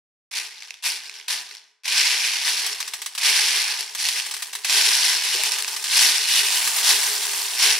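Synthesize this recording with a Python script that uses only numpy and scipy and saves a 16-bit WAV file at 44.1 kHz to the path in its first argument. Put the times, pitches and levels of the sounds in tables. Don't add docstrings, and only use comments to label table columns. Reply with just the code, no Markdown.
import sys
import numpy as np
from scipy import signal
from scipy.fft import rfft, irfft, next_fast_len
from scipy.io import wavfile
from scipy.ndimage import uniform_filter1d, map_coordinates

SR = 44100
rng = np.random.default_rng(int(sys.argv[2]) if len(sys.argv) > 2 else 0)


def transcribe(signal):
    frames = np.atleast_2d(signal).T
    limited = np.clip(frames, -1, 1)
    pcm = np.round(limited * 32767).astype(np.int16)
    wavfile.write(sys.argv[1], SR, pcm)


N = 343539

# frequency in Hz, time to fall 60 dB in seconds.
ROOM_DECAY = [(150, 0.79), (420, 0.85), (1000, 0.83), (4000, 0.5), (8000, 0.5), (15000, 0.27)]
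# frequency in Hz, gain of the side signal in dB.
SIDE_GAIN = [(60, 4), (110, -1), (200, 4.5), (380, -6.5), (700, -5), (1290, -7.5), (2380, -10),
             (4400, -7.5), (8120, -2), (15000, -0.5)]
# frequency in Hz, level in dB.
RUMBLE_COLOUR = [(15, -30), (30, 4), (50, 8), (95, -7), (125, 4), (170, 2), (300, -71)]
# start in seconds, level in dB, pitch in Hz.
TRAY_BUMPS = [(4.795, -32, 620), (5.344, -25.5, 372.3), (5.39, -29.5, 632)]
# frequency in Hz, width in Hz, level in dB.
HOLLOW_MODES = [(130.5, 23, -17), (167.4, 10.3, -4.5), (221.4, 17, -6), (249.8, 13, 4), (296, 18, -2),
                (375.3, 21.5, 12.5), (424.5, 17, 18.5), (500, 35, -13)]
# frequency in Hz, width in Hz, level over plain clatter in dB.
TRAY_MODES = [(840, 65, -17), (947, 25, -11), (1212, 22, -0.5), (1527, 83, -5), (2780, 67, -54),
              (4510, 75, -8.5), (5400, 180, -4), (5840, 57, 0.5)]
# frequency in Hz, width in Hz, level in dB.
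RING_MODES = [(7036, 70, -7), (7553, 70, -9), (8021, 70, -7), (8576, 70, -5), (8786, 55, -2),
              (10271, 60, 3), (11127, 60, -5), (11827, 30, 3.5), (12400, 90, -9), (13469, 70, -14),
              (14800, 3000, -19)]
# frequency in Hz, width in Hz, level in dB.
BLADE_MODES = [(2550, 86, -2), (2910, 61, 3.5), (3550, 180, -6.5), (4070, 92, -19)]
# frequency in Hz, level in dB.
BOUNCE_COLOUR = [(150, -78), (250, -53), (918, -9.5), (1390, -9.5), (1660, 0.5), (2650, 0), (3940, 1.5),
                 (5680, 0.5), (6190, 0.5), (7110, -7), (7760, -0.5), (10200, -6), (15800, -15)]
# frequency in Hz, level in dB.
HEAP_COLOUR = [(280, -66), (480, -23.5), (556, -19), (680, -12.5), (940, -5), (1340, -11), (1570, -3),
               (1840, -2.5), (2810, 0), (3210, 0), (4490, 3), (5510, 1.5), (6770, -1.5), (10300, 5),
               (12100, -2), (15800, -13.5)]
# first landing in seconds, level in dB, first flight in seconds,
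# ratio of each flight to the last, number of landings.
BOUNCING_BEADS = [(2.6635, -10.5, 0.1403, 0.942, 5), (2.8776, -15, 0.1403, 0.945, 3),
                  (3.9493, -13, 0.138, 0.94, 2), (4.263, -16, 0.1025, 0.94, 2),
                  (4.311, -14.5, 0.1109, 0.987, 3), (4.339, -14, 0.087, 0.94, 2),
                  (4.5514, -13, 0.095, 0.94, 2), (5.584, -11, 0.095, 0.895, 4),
                  (6.6742, -7.5, 0.11, 0.94, 2)]
# start in seconds, peak level in dB,
# fade in dB per second, ring in dB relative to the skitter.
SPILLED_BEADS = [(2.55, -37.5, 25, -17), (3.55, -39, 16, -14), (4.1, -38, 20, -7), (5.23, -32, 6, -8),
                 (6.38, -25.5, 6, -4.5), (6.94, -29, 15, -8.5)]
# (10 dB is added before use, and the sum is capped at 0).
BEAD_CLACKS = [(0.6228, -15, 2230, -28), (0.7067, -10.5, 2660, -27), (0.741, -21, 3460, -19),
               (1.0956, -12.5, 2500, -28), (1.1992, -18, 2260, -31), (1.2126, -21, 3400, -25),
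               (1.5116, -20, 4320, -22), (1.5505, -18, 4440, -18), (1.569, -23, 5400, -21),
               (2.8279, -7.5, 2640, -24), (3.0097, -26, 5460, -20), (3.8084, -4, 5330, -7),
               (4.087, -3, 4700, -11), (4.1865, -8, 2830, -18), (4.1994, -4, 2940, -24),
               (5.436, 1, 2800, -3), (5.4698, -18, 2892, -6), (5.5197, -1, 5700, -9), (5.54, -6, 2910, -18),
               (5.561, -12, 2940, -17), (5.6241, -4, 4180, -10), (5.646, -5.5, 2604, -19),
               (6.0644, 1, 4270, -28), (6.097, -2, 3998, -32), (6.121, -2, 3730, -25),
               (6.361, -4, 4070, -24), (6.565, -12, 3600, 5)]
# start in seconds, level in dB.
SCOOP_SHOVES = [(0.3142, -19.5), (0.824, -26), (0.8539, -7.5), (1.2814, -7.5), (1.8347, -27), (1.8434, -22),
                (1.8556, -7), (1.8791, -3), (1.9215, -4), (3.1816, -6.5), (4.0871, -4), (4.6463, -3.5),
                (4.6957, -1), (4.7251, -1.5), (4.7621, -15), (4.8094, -3), (5.9694, 0.5), (6.8783, -4.5),
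                (6.9054, -1.5), (7.628, -10)]
SCOOP_POURS = [(0.48, 0.17, -41, 67, 0.75, -19, -12, -32), (0.98, 0.08, -38.5, 16, 1.18, -17, -10.5, -27),
               (1.46, 0.068, -42, 8, 1.54, -18, -12, -24), (2.37, 0.12, -23, 27, 2.743, -18.5, -6.5, -26),
               (3.62, 0.071, -27, 12, 3.795, -15.5, -7, -20), (3.96, 0.05, -26, 9, 4.19, -20, -5.5, -12),
               (5.17, 0.09, -22, 22, 5.55, -18, -6, -2), (6.2, 0.19, -19, 65, 6.58, -19.5, -3.5, 0.5)]
SCOOP_DIGS = [(0.311, 0.075, -26.5, 150, 0.66, -18, -6.5, 4, -90),
              (0.825, 0.039, -21.5, 143, 1.0, -18, -4, 4, -67),
              (1.279, 0.038, -22.5, 135, 1.52, -17, -6.5, 0.5, -58),
              (1.845, 0.15, -19.5, 18, 2.39, -20.5, -8.5, 5, -69),
              (3.178, 0.11, -18.5, 14, 3.66, -19.5, -6.5, 3.5, -82),
              (4.636, 0.14, -17, 9, 5.15, -19.5, -6, -0.5, -56.5),
              (5.84, 0.17, -15.5, 48, 6.3, -20.5, -4.5, -1.5, -44.5),
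              (6.81, 0.098, -17, 84, 7.75, -17.5, -3.5, -3, -69),
              (7.565, 0.085, -16.5, 27.5, 7.72, -18.5, -6, 1.5, -44)]

STEP_S = 0.001
START_DB = -17.0
SETTLE_DB_PER_S = 139
SOFT_DULLS = 0.12
HEAP_RING_DB = -22
SPILL_RISE_S = 0.2
SPILL_BODY_DB, SPILL_SIZZLE_DB = -13.5, -4.5
BOUNCE_LOSS_DB, KNOCK_DB = 0.7, -14.5
SHOVE_SIZZLE_DB = -10
SURGE_DB, SURGES_PER_S = 0.94, 30
TOP_HZ, EDGE_HZ = 15800, 150


def amp(db):
    return 10 ** (np.asarray(db) / 20)


def unit(x):
    return x / np.sqrt(np.mean(x ** 2, axis=-1, keepdims=True) + 1e-20)


def along(points, hz):
    f, v = np.transpose(points)
    return np.interp(np.log(hz + 1), np.log(f + 1), v)


def filtered(x, response):
    n = x.shape[-1]
    m = next_fast_len(n + 8192)
    spectrum = rfft(x, m) * response(np.fft.rfftfreq(m, 1 / SR))
    return irfft(spectrum, m)[..., :n]


def coloured(x, points, size=4096):
    gain = amp(along(points, np.fft.rfftfreq(size, 1 / SR)))
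    cepstrum = irfft(np.log(gain + 1e-6))
    cepstrum[1:size // 2] *= 2
    cepstrum[size // 2 + 1:] = 0
    impulse = irfft(np.exp(rfft(cepstrum)))
    return signal.fftconvolve(x, impulse[None], axes=1)[:, :x.shape[1]]


def resonances(modes, hz, order=1):
    return sum(amp(db) * (1j * hz * w / (c * c - hz * hz + 1j * hz * w)) ** order for c, w, db in modes)


def split(x, hz):
    sections = [signal.butter(4, hz, kind, fs=SR, output="sos") for kind in ("low", "high")]
    return [signal.sosfilt(np.vstack([s, s]), x) for s in sections]


def registers(x):
    body, rest = split(x, 1400)
    clatter, sizzle = split(rest, 7000)
    return body, clatter, sizzle


def add(track, s, sound):
    part = track[:, max(round(s * SR), 0):][:, :sound.shape[1]]
    part += sound[:, :part.shape[1]]


def strike(track, s, db, sound):
    out = track.copy()
    add(out, s, amp(db) * sound / np.std(sound[0, :SR // 200]))
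    return out


def wobble(rate):
    return map_coordinates(rng.standard_normal(size=1024), [np.arange(N) * rate / SR])


def per_sample(steps):
    return np.interp(np.arange(N) / SR, STEP_S * np.arange(len(steps)), steps)


def stroke(start, rise, peak_db, fade, end):
    t = np.arange(0, N / SR, STEP_S)
    swell = START_DB * np.clip(1 - (t - start) / rise, 0, 1) ** 2
    decay = fade * np.maximum(t - start - rise, 0) + SETTLE_DB_PER_S * np.maximum(t - end, 0)
    return np.where(t < start, -140, np.maximum(peak_db + swell - decay, -140))


def together(levels_db, offsets_db=0):
    shifted_db = levels_db + np.reshape(offsets_db, (-1, 1))
    return 10 * np.log10(np.sum(np.exp(shifted_db * (np.log(10) / 10)), axis=0))


def click(t60, direct_db, ping_hz, ping_db, cycles=4, size=2048):
    t = np.arange(size) / SR
    reflections = unit(rng.standard_normal((2, size)) * amp(-60 * t / t60))
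    crack = unit(1. * (t == 0))
    ping = unit(np.exp(-t * ping_hz / cycles) * np.sin(2 * np.pi * ping_hz * t))
    straight = amp(direct_db) * crack + amp(ping_db) * ping
    return unit(reflections + straight * [[1], [rng.choice([-1, 1])]])


def contacts(rate, spread_db, t60, direct_db, ping_db, cycles, count=90):
    at = np.flatnonzero(rng.random(N) < rate / SR)
    strength = amp(spread_db * rng.random(len(at)) ** 2)
    power = uniform_filter1d(strength ** 2, size=11)
    strength /= np.sqrt(np.abs(power) * rate[at] + 1e-12)
    pitches = np.geomspace(1800, 12000, count)
    beads = [click(t60, direct_db, hz, ping_db, cycles) for hz in pitches]
    out = np.zeros((2, N))
    for i, a, k in zip(at, strength, rng.integers(count, size=len(at))):
        add(out, i / SR, a * beads[k])
    return unit(out)


def room(x):
    hz, t, z = signal.stft(rng.standard_normal((2, SR * 3 // 4)), SR, nperseg=256)
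    fade = amp(-60 * t / along(ROOM_DECAY, hz)[:, None])
    tail = signal.istft(z * fade, SR, nperseg=256)[1]
    tail = np.pad(tail / np.linalg.norm(tail[0]), ((0, 0), (round(.006 * SR), 0)))
    return signal.fftconvolve(x[:1], tail, axes=1)[:, :N]


def tray():
    push_db = together(np.array([stroke(*row[:5]) + row[-1] for row in SCOOP_DIGS]))
    rumble = unit(coloured(rng.standard_normal((2, N)), RUMBLE_COLOUR))
    out = amp(per_sample(push_db)) * rumble
    t = np.arange(SR // 4) / SR
    envelope = amp(-60 * t / 0.13) * (1 - np.exp(-t / 0.0037))
    for s, db, hz in TRAY_BUMPS:
        ring = np.sin(2 * np.pi * hz * t) + amp(-1.0) * np.sin(2 * np.pi * 1.3 * hz * t)
        add(out, s, amp(db - 7.0) * ring * envelope * [[1], [.7]])
    return out


def landings():
    hits = []
    for s, db, flight, shrink, count in BOUNCING_BEADS:
        for k in range(round(count)):
            flown = flight * sum(shrink ** j for j in range(k))
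            hits.append((s + flown, db - BOUNCE_LOSS_DB * k))
    return hits


def drops():
    out = np.zeros((2, N))
    for s, db in landings():
        blow = click(t60=0.046, direct_db=-20, ping_hz=1180, ping_db=-17.5)
        knock = registers(coloured(blow, BOUNCE_COLOUR))[0]
        padded = np.pad(blow, ((0, 0), (0, SR // 4)))
        thud = filtered(padded, lambda hz: resonances(HOLLOW_MODES, hz, order=2))
        bright = coloured(click(t60=0.08, direct_db=-17, ping_hz=4100, ping_db=-30.5), BOUNCE_COLOUR)
        bright = filtered(bright, lambda hz: 1 + resonances(RING_MODES, hz))
        bright = sum(registers(bright)[1:])
        out = strike(out, s, db - 12.5, unit(bright) + amp(KNOCK_DB) * unit(knock))
        add(out, s, amp(db - 48.0) * thud)
    return out


def clacks():
    out = np.zeros((2, N))
    for s, db, hz, sizzle_db in BEAD_CLACKS:
        hit = click(t60=.013, direct_db=0, ping_hz=hz, ping_db=-2, cycles=3)
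        body, mid, sizzle = registers(coloured(hit, HEAP_COLOUR))
        sound = amp(-4.5) * body + mid + sizzle * amp(min(sizzle_db + 10, 0))
        out = strike(out, s, db - 19.0, sound)
    return out


def shoves():
    out = np.zeros((2, N))
    for s, db in SCOOP_SHOVES:
        crunch = click(t60=0.089, direct_db=-24.0, ping_hz=2500, ping_db=-12)
        body, mid, sizzle = registers(coloured(crunch, HEAP_COLOUR))
        out = strike(out, s, db - 18.0, body + mid + sizzle * amp(SHOVE_SIZZLE_DB))
    return out


def stirring():
    digs, pours = (np.array([stroke(*row[:5]) for row in table]) for table in (SCOOP_DIGS, SCOOP_POURS))
    spills = np.array([stroke(s, SPILL_RISE_S, db, fade, N / SR) for s, db, fade, _ in SPILLED_BEADS])
    strokes, loose = np.vstack([digs, pours]), together(spills)
    _, _, peak_db, _, _, body_db, sizzle_db = np.transpose([row[:7] for row in SCOOP_DIGS + SCOOP_POURS])
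    level = together(np.vstack([strokes, loose]))
    body = together(np.vstack([strokes, loose]), np.r_[body_db, SPILL_BODY_DB])
    packed = together(strokes + SOFT_DULLS * (strokes - peak_db[:, None]), sizzle_db)
    sizzle = together(np.array([packed, loose + SPILL_SIZZLE_DB]))
    loose_ring = together(spills, [row[-1] for row in SPILLED_BEADS])
    ring = together(np.array([packed + HEAP_RING_DB, loose_ring]))
    hollow_db = together(digs, [row[7] for row in SCOOP_DIGS])
    hollowness = amp(hollow_db - level) - amp(together(digs) - level)
    pouring = amp(together(pours, [row[7] for row in SCOOP_POURS]) - level)
    return map(per_sample, (level, body, sizzle, ring, hollowness, pouring))


def heap():
    level_db, body_db, sizzle_db, ring_db, hollowness, pouring = stirring()
    rate = np.clip(2000 * amp(.45 * (level_db + 24)), 700, 5000)
    jostle = contacts(rate, spread_db=7, t60=.02, direct_db=-5, ping_db=-4, cycles=2.5)
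    knocks = contacts(.15 * rate, spread_db=10, t60=.028, direct_db=-7, ping_db=-2, cycles=3.5)
    ticks = unit(jostle + amp(-6.0) * knocks) * amp(SURGE_DB * wobble(SURGES_PER_S))
    clatter = filtered(coloured(ticks, HEAP_COLOUR), lambda hz: 1 + resonances(TRAY_MODES, hz))
    deep = hollowness * filtered(clatter, lambda hz: resonances([(2410, 410, 0)], hz))
    blade = pouring * filtered(clatter, lambda hz: resonances(BLADE_MODES, hz))
    body, mid, sizzle = registers(clatter + deep + blade)
    ring = filtered(ticks, lambda hz: resonances(RING_MODES, hz))
    layers = [(body, body_db - .5), (mid, level_db - .5), (sizzle, sizzle_db - 3.0), (ring, ring_db)]
    rattle = sum(unit(x) * amp(db) for x, db in layers)
    hum = filtered(knocks * amp(body_db - 1.5), lambda hz: resonances(HOLLOW_MODES, hz, order=2))
    return hum + split(rattle, 377)[1]


def scene():
    near = tray() + drops() + clacks() + shoves() + heap()
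    mid, side = near + amp(-11.5) * room(near)
    side = filtered(side, lambda hz: amp(along(SIDE_GAIN, hz)))
    return np.array([mid + side, mid - side]) * amp([[.15], [-.15]])


def record(dry):
    rounded = dry / (1 + np.abs(dry / .9) ** 6) ** (1 / 6)
    return filtered(rounded, lambda hz: .5 - .5 * np.tanh((hz - TOP_HZ) / EDGE_HZ))


dry = scene()
out = record(dry)
transcribe(out)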